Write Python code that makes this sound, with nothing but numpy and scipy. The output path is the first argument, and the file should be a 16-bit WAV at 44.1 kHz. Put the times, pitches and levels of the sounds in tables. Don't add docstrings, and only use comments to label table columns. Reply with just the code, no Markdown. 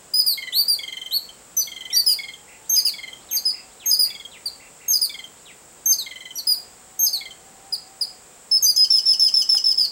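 import sys
import numpy as np
from scipy import signal
from scipy.fft import rfft, irfft, next_fast_len
from scipy.io import wavfile
from scipy.ndimage import uniform_filter1d, minimum_filter1d, map_coordinates

SR = 44100
rng = np.random.default_rng(int(sys.argv[2]) if len(sys.argv) > 2 else 0)


def waveform_to_disk(signal):
    frames = np.transpose(np.atleast_2d(signal))
    scaled = np.clip(frames, -1, 1) * 32767
    samples = np.round(scaled).astype(np.int16)
    wavfile.write(sys.argv[1], SR, samples)


N = 437031

# start_s, high_length_s, high_start_hz, high_end_hz, high_db, swell_db,
# low_length_s, low_start_hz, low_end_hz, low_db
TWO_NOTE_CALLS = [(1.565, .045, 6145, 5990, -15.3, 1, .026, 4850, 4370, -14.5),
                  (1.925, .035, 5410, 5860, -18, 8, .056, 4580, 4730, -8),
                  (2.692, .069, 6310, 6340, -14.5, 4, .049, 5020, 4790, -11),
                  (3.308, .059, 6330, 6370, -22.5, 12, .027, 4930, 4400, -13),
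                  (3.856, .053, 6400, 6400, -17, 0, .049, 5050, 4800, -11.3),
                  (4.879, .054, 6530, 6270, -16.5, 7, .051, 5090, 4690, -14),
                  (5.855, .068, 6330, 6280, -13, 5, .024, 5130, 4450, -13),
                  (6.352, .031, 5730, 5830, -27.5, 2, .028, 4670, 4170, -17.5),
                  (6.989, .074, 6370, 6330, -15.5, 4, .028, 5200, 4500, -12.5),
                  (8.621, .039, 6560, 6000, -12, 5, .061, 4755, 4980, -11)]
# start_s, length_s, start_hz, end_hz, level_db, crack_db
RUN_SQUEAKS = [(8.763, .091, 5130, 5100, -12.3, -32), (8.901, .097, 5420, 5120, -11.5, -35),
               (9.054, .091, 5430, 5150, -13, -33), (9.194, .097, 5380, 5060, -11, -32),
               (9.338, .091, 5380, 5120, -11.7, -28), (9.489, .096, 5360, 5140, -11.5, -29),
               (9.638, .092, 5340, 5180, -13.5, -42), (9.774, .088, 5300, 4600, -13, -44)]


def amp(db):
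    return 10 ** (np.asarray(db) / 20)


def along(points, hz):
    knots_hz, values = np.transpose(points)
    return np.interp(np.log(np.abs(hz) + 1), np.log(knots_hz), values)


def wobble(rate_hz, n):
    knots = rng.standard_normal(int(n * rate_hz / SR) + 4)
    return map_coordinates(knots, [np.arange(n) * rate_hz / SR])


def filtered(x, response):
    size = next_fast_len(N + SR // 2)
    return irfft(rfft(x, size) * response(np.fft.rfftfreq(size, 1 / SR)), size)[:N]


def noise(spectrum):
    x = filtered(rng.standard_normal(N), lambda hz: amp(along(spectrum, hz)))
    return x / np.sqrt(np.mean(x ** 2) + 1e-20)


def clock(length_s):
    return np.arange(int(length_s * SR)) / SR


def gate(t, length_s, rise_s, fall_s):
    opening = np.sin(np.pi / 2 * np.clip(t / rise_s, 0, 1)) ** 2
    closing = np.sin(np.pi / 2 * np.clip((length_s - t) / fall_s, 0, 1)) ** 2
    return opening * closing


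def phase_of(hz):
    return 2 * np.pi * np.cumsum(hz) / SR


def bowed(length_s, start_hz, end_hz, bow_hz):
    u = clock(length_s) / length_s
    return start_hz + (end_hz - start_hz) * u + 4 * bow_hz * u * (1 - u)


def add(track, start_s, sound):
    part = track[round(start_s * SR):][:len(sound)]
    part += sound[:len(part)]


def outdoors(murmur_db=-51.5, hiss_db=-49.8):
    # frequency_hz, relative_db
    murmur_spectrum = [(15, -56), (25, -18), (50, -8.5), (93, -13), (186, -9), (335, -11), (503, -7.5),
                       (616, -11), (738, -9.5), (808, -10.5), (1780, -16), (4390, -20.5), (5500, -18),
                       (7150, -60), (12100, -120)]
    # frequency_hz, relative_db
    hiss_spectrum = [(4500, -49), (5600, -15.5), (6500, -9), (7300, 0), (8000, 0.5), (9000, -9.5),
                     (10500, -20), (13000, -19), (15200, -24), (15650, -5), (16000, -20)]
    # start_s, length_s, start_hz, middle_hz, end_hz, level_db
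    swells = [(2.05, .95, 690, 858, 885, -57.5), (3.3, .7, 770, 760, 750, -60),
              (6.1, 2.55, 675, 771, 710, -56.5)]
    whine = np.zeros(N)
    for start_s, length_s, start_hz, middle_hz, end_hz, db in swells:
        t = clock(length_s)
        bow_hz = middle_hz - (start_hz + end_hz) / 2
        hz = bowed(length_s, start_hz, end_hz, bow_hz) + 11 * wobble(60, len(t))
        envelope = amp(db + 3 * wobble(11, len(t))) * np.sin(np.pi * t / length_s)
        add(whine, start_s, envelope * np.sin(phase_of(hz)))
    murmur = amp(murmur_db + .68 * wobble(3.02, N)) * noise(murmur_spectrum)
    return murmur + amp(hiss_db) * noise(hiss_spectrum) + whine


def beat(length_s, onset_s, hz, depth_rad, jitter):
    t = clock(length_s)
    phase = phase_of(hz * (1 + jitter * wobble(1500, len(t))))
    return depth_rad * gate(t - onset_s, length_s - onset_s, .0042, .0021) * np.sin(phase)


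def whistle(hz, db, second_db, third_db, sway_rad, jitter, rise_s,
            rasp_rad=.009, scratch_db=.8, flutter_db=1.1, sag_share=.55):
    # frequency_hz, gain_db
    colour = [(9000, 0), (10200, 0), (11000, -5), (12000, 2), (12800, 5), (14000, 2), (15000, -1),
              (16000, -4)]
    throat_hz, slack_hz, sag_s = 5000, 3500, .0218
    n = len(hz)
    t, length_s = np.arange(n) / SR, n / SR
    release = np.clip(1 - (length_s - t) / sag_s, 0, 1) ** 2
    sag_hz = sag_share * max(hz[-1] - slack_hz, 0) * release
    jitter_hz = (jitter * hz + .08 * sag_hz) * wobble(700, n)
    phase = phase_of(hz - sag_hz + jitter_hz) + sway_rad + rasp_rad * wobble(6000, n)
    tone = np.sin(phase)
    for order, overtone_db in (2, second_db), (3, third_db):
        colour_db = along(colour, order * (hz - sag_hz)) - .007 * sag_hz + scratch_db * wobble(600, n)
        tone += amp(overtone_db + colour_db) * np.sin(order * phase)
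    off_tune_db = .011 * np.maximum(throat_hz - hz, 0)
    level_db = db - off_tune_db - .019 * sag_hz + flutter_db * wobble(126, n)
    return amp(level_db) * gate(t, length_s, rise_s, .0035) * tone


def squeaks():
    # start_s, length_s, start_hz, end_hz, bow_hz, level_db, second_db, third_db, beat_rad
    notes = [(.135, .09, 4870, 4770, 200, -13.5, -14, -14, 0),
             (.261, .084, 5045, 4080, -40, -13, -11, -9, 0),
             (.523, .107, 3180, 4600, 540, -9.5, -15, -11, 0),
             (.679, .075, 4920, 4640, -70, -11.5, -11.5, -16, 0),
             (1.114, .072, 3480, 4270, 520, -10.8, -19, -12, 0),
             (1.9, .063, 3200, 4090, 210, -22, -19, -17, 0),
             (2.061, .084, 5160, 4710, -50, -13.3, -11, -12, .12),
             (2.848, .056, 5170, 4310, -30, -14, -13, -15, .2),
             (3.451, .065, 5090, 4770, 55, -15.7, -17, -26, 0),
             (3.989, .071, 5100, 4740, -80, -12.4, -11.5, -11, 0),
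             (4.455, .034, 4820, 4330, 0, -17.5, -12, -21, 0),
             (5.012, .054, 5090, 4330, 40, -14.7, -8, -12, 0),
             (5.983, .05, 4680, 3700, -150, -14, -13, -15, 0),
             (6.468, .083, 5030, 4750, 20, -14, -12, -11, 0),
             (7.128, .054, 4730, 3890, 0, -13, -15, -17, .04),
             (7.722, .037, 5035, 4440, 110, -16.5, -15, -22, 0),
             (8.009, .035, 5060, 4510, 75, -14.5, -13.5, -23, 0),
             (8.511, .076, 5270, 5200, -20, -12.5, -18, -25, 0)]
    out = np.zeros(N)
    for start_s, length_s, start_hz, end_hz, bow_hz, db, second_db, third_db, beat_rad in notes:
        hz = bowed(length_s, start_hz, end_hz, bow_hz)
        sway_rad = beat(length_s, onset_s=length_s * .25, hz=1880, depth_rad=beat_rad, jitter=.07)
        add(out, start_s, whistle(hz, db, second_db, third_db, sway_rad,
                                  jitter=.0035, rise_s=.0065, rasp_rad=.011, scratch_db=1.8))
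    return out


def garden(x, delay_s=.004):
    # frequency_hz, t60_s
    decay_times = [(500, .13), (2000, .27), (4500, .34), (9000, .27), (15000, .23)]
    out, span = np.zeros(N), SR // 2
    for centre in range(0, N + span, span):
        hz, t, spectrum = signal.stft(rng.standard_normal(span), SR, nperseg=256)
        decay = amp(-60 * t / along(decay_times, hz)[:, None])
        tail = signal.istft(spectrum * decay, SR, nperseg=256)[1]
        index = np.arange(max(centre - span, 0), min(centre + span, N))
        piece = x[index] * np.cos(np.pi / 2 * (index - centre) / span)
        add(out, index[0] / SR + delay_s, signal.fftconvolve(piece, tail / np.linalg.norm(tail)))
    return out


def close_echoes(x):
    # delay_s, gain_db
    reflections = [(.0065, -12), (.0135, -13)]
    out = np.zeros(N)
    for delay_s, db in reflections:
        add(out, delay_s, amp(db) * x)
    return out


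def pip(nominal_hz, bright_db, dark_db, length_s=.025, settle_s=.0076, lag_s=.0035):
    t = clock(length_s)
    bend = .965 + .068 * np.exp(-t / settle_s)
    phase = phase_of(nominal_hz * (bend + .016 * wobble(895, len(t))))
    bright = np.sin(3 * phase) + amp(-17) * np.sin(6 * phase) + amp(-32) * np.sin(12 * phase)
    bright += amp(-32) * sum(np.sin(order * phase) for order in range(5, 14))
    dark = np.sin(2 * phase) + amp(-9.5) * np.sin(4 * phase)
    return (amp(bright_db) * gate(t, .018, .0025, .015) * bright
            + amp(dark_db) * gate(t - lag_s, length_s - lag_s, .0028, .0071) * dark)


def rattles(settle_ratio=.38, thinning_db=1.1, last_late_s=.004, last_dark_db=-15):
    # start_s, pip_count, spacing_s, first_hz, rest_hz, bright_db, dark_db
    trains = [(.374, 4, .0485, 1095, 1010, -29.5, -28), (.788, 8, .0454, 1120, 1052, -25.5, -32),
              (1.29, 1, .047, 1050, 1050, -33.5, -45), (1.672, 6, .0452, 1110, 1048, -28, -35.5),
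              (2.185, 4, .049, 1125, 1075, -30, -30), (2.935, 5, .0477, 1140, 1056, -31.5, -30),
              (4.102, 4, .0482, 1160, 1090, -30, -38), (5.094, 4, .0475, 1180, 1055, -29.3, -35),
              (6.061, 6, .0483, 1080, 1042, -31.5, -32), (7.207, 3, .048, 1125, 1045, -32.5, -34)]
    out = np.zeros(N)
    for start_s, count, spacing_s, first_hz, rest_hz, bright_db, dark_db in trains:
        for k, (bright_draw, dark_draw) in enumerate(rng.standard_normal((count, 2))):
            last = k == count - 1
            onset_s = start_s - .001 + k * spacing_s + (last and k > 0) * last_late_s
            hz = rest_hz + (first_hz - rest_hz) * settle_ratio ** k
            pip_dark_db = dark_db - thinning_db * k + last * last_dark_db + 2 * dark_draw
            add(out, onset_s, pip(hz, bright_db + .8 * bright_draw, pip_dark_db))
    return out


def two_note_calls(beat_s=.022):
    out = np.zeros(N)
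    for (start_s, high_s, high_start_hz, high_end_hz, high_db, swell_db,
         low_s, low_start_hz, low_end_hz, low_db) in TWO_NOTE_CALLS:
        length_s = high_s + .002
        high_hz = bowed(length_s, high_start_hz, high_end_hz, bow_hz=35)
        db = high_db + swell_db * np.linspace(-.5, .5, len(high_hz))
        second_db = -10.5 + .4 * (-16 - db)
        sway_rad = beat(length_s, onset_s=length_s - beat_s, hz=1270, depth_rad=.1, jitter=.13)
        high = whistle(high_hz, db, second_db, third_db=-40, sway_rad=sway_rad,
                       jitter=.0014, rise_s=.008, sag_share=0)
        low_hz = bowed(low_s, low_start_hz, low_end_hz, bow_hz=15)
        low = whistle(low_hz, low_db, second_db=-14, third_db=-13, sway_rad=0, jitter=.0035, rise_s=.006)
        add(out, start_s, high)
        add(out, start_s + high_s - .001, low)
    return out


def voice_breaks(length_s=.009, db=-32):
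    bursts, t = np.zeros(N), clock(length_s)
    for start_s, high_s, *_ in TWO_NOTE_CALLS:
        add(bursts, start_s + high_s - .001, amp(db) * gate(t, length_s, .003, .005))
    spectrum = [(2500, -45), (4000, -18), (5000, 0), (6300, 0), (7500, -22), (11500, -16), (15500, -24)]
    return bursts * noise(spectrum)


def undertone(start_s=1.901, length_s=.082, start_hz=2800, rest_hz=1930, settle_s=.014, db=-38):
    out, t = np.zeros(N), clock(length_s)
    hz = rest_hz + (start_hz - rest_hz) * np.exp(-t / settle_s)
    phase = phase_of(hz * (1 + .014 * wobble(900, len(t))))
    add(out, start_s, amp(db) * gate(t, length_s, .008, .0063) * np.sin(phase))
    return out


def slur(length_s, start_hz, end_hz, warble_depth_hz=0, warble_rate_hz=36, jitter=.02):
    t = clock(length_s)
    hz = start_hz * (end_hz / start_hz) ** (t / length_s)
    hz -= warble_depth_hz * np.sin(2 * np.pi * warble_rate_hz * t)
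    phase = phase_of(hz * (1 + jitter * wobble(900, len(t))))
    return gate(t, length_s, .0048, .0063) * np.sin(phase)


def far_bird(lead_s=.093, lead_db=-14):
    # start_s, relative_db
    sweeps = [(2.731, -41), (3.286, -41), (3.796, -42), (4.312, -42), (5.453, -43)]
    # start_s, relative_db
    warbles = [(2.475, -46), (3.529, -45), (4.053, -46), (4.594, -48), (4.8, -47)]
    out = np.zeros(N)
    for start_s, db in sweeps:
        add(out, start_s - lead_s, amp(db + lead_db) * slur(.042, start_hz=2950, end_hz=5200))
        add(out, start_s, amp(db) * slur(.068, start_hz=4200, end_hz=1830))
    for start_s, db in warbles:
        warble = slur(.087, start_hz=2400, end_hz=2330, warble_depth_hz=400, jitter=.018)
        add(out, start_s, amp(db) * warble)
    return out


def catches(length_s=.011, hz=6350, second_db=-9):
    # start_s, level_db
    blips = [(8.761, -17), (9.195, -22)]
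    out, t = np.zeros(N), clock(length_s)
    for start_s, db in blips:
        phase = phase_of(hz * (1 + .03 * wobble(1500, len(t))))
        tone = np.sin(phase) + amp(second_db) * np.sin(2 * phase)
        add(out, start_s, amp(db) * gate(t, length_s, .002, .007) * tone)
    return out


def fast_run(rasp_end_db=-44, rasp_growth_db=10):
    # frequency_hz, relative_db
    rasp_spectrum = [(2000, -22), (3300, -6), (4200, -10), (6200, 0), (7700, 0), (9000, -4), (11000, -6),
                     (14500, -3), (16000, -8)]
    out, hoarseness = np.zeros(N), np.zeros(N)
    for start_s, length_s, start_hz, end_hz, db, _ in RUN_SQUEAKS:
        t = clock(length_s)
        hz = bowed(length_s, start_hz, end_hz, bow_hz=-70)
        sway_rad = beat(length_s, onset_s=.003, hz=1740, depth_rad=.048, jitter=.05)
        add(out, start_s, whistle(hz, db, second_db=-22, third_db=-27, sway_rad=sway_rad, jitter=.007,
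                                  rise_s=.005, rasp_rad=.012, scratch_db=3, flutter_db=2.6))
        rasp_db = rasp_end_db + rasp_growth_db * (t / length_s - 1)
        add(hoarseness, start_s, amp(rasp_db) * gate(t, length_s, .004, .006))
    return out + hoarseness * amp(2.5 * wobble(400, N)) * noise(rasp_spectrum)


def cracks(length_s=.019, lead_s=.0105, middle_hz=2980):
    out, t = np.zeros(N), clock(length_s)
    for start_s, squeak_s, *_, db in RUN_SQUEAKS:
        phase = phase_of(middle_hz * (1.07 - .137 * t / length_s + .03 * wobble(1520, len(t))))
        croak = np.sin(phase) + amp(3) * np.sin(2 * phase) + amp(-8) * np.sin(2.5 * phase)
        breath = amp(-12) * np.diff(rng.standard_normal(len(t) + 1))
        envelope = amp(db) * gate(t, length_s, .0024, .009)
        add(out, start_s + squeak_s - lead_s, envelope * (croak + breath))
    return out


def woody_tap(start_s=9.548, ring_hz=800, ring_db=-35, ring_t60_s=.047, snap_db=-31, snap_t60_s=.026):
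    ring, snap, t = np.zeros(N), np.zeros(N), clock(.1)
    add(ring, start_s, amp(ring_db - 60 * t / ring_t60_s) * np.sin(2 * np.pi * ring_hz * t))
    add(snap, start_s, amp(snap_db - 60 * t / snap_t60_s))
    return ring + snap * noise([(300, -15), (800, -6), (2000, -1), (5000, -11), (15000, -12)])


def scene():
    pips = rattles()
    run = fast_run() + catches() + cracks()
    calls = squeaks() + two_note_calls() + voice_breaks() + undertone()
    tap = woody_tap()
    near, far = calls + tap + pips + run, far_bird()
    reverb = garden(amp(-9.5) * (calls + tap) + amp(-8.8) * pips + amp(-8) * run + amp(-4) * far)
    return (near + close_echoes(near) + amp(-2) * far + reverb + outdoors())[None]


def record(dry, ceiling=.4, hold_s=.0042, cutoff_hz=16100):
    size = int(hold_s * SR)
    gain = np.minimum(1, ceiling / (np.abs(dry[0]) + 1e-9))
    smooth_gain = uniform_filter1d(minimum_filter1d(gain, size), size)
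    return filtered(dry[0] * smooth_gain, lambda hz: hz < cutoff_hz)[None]


dry = scene()
out = record(dry)
waveform_to_disk(out)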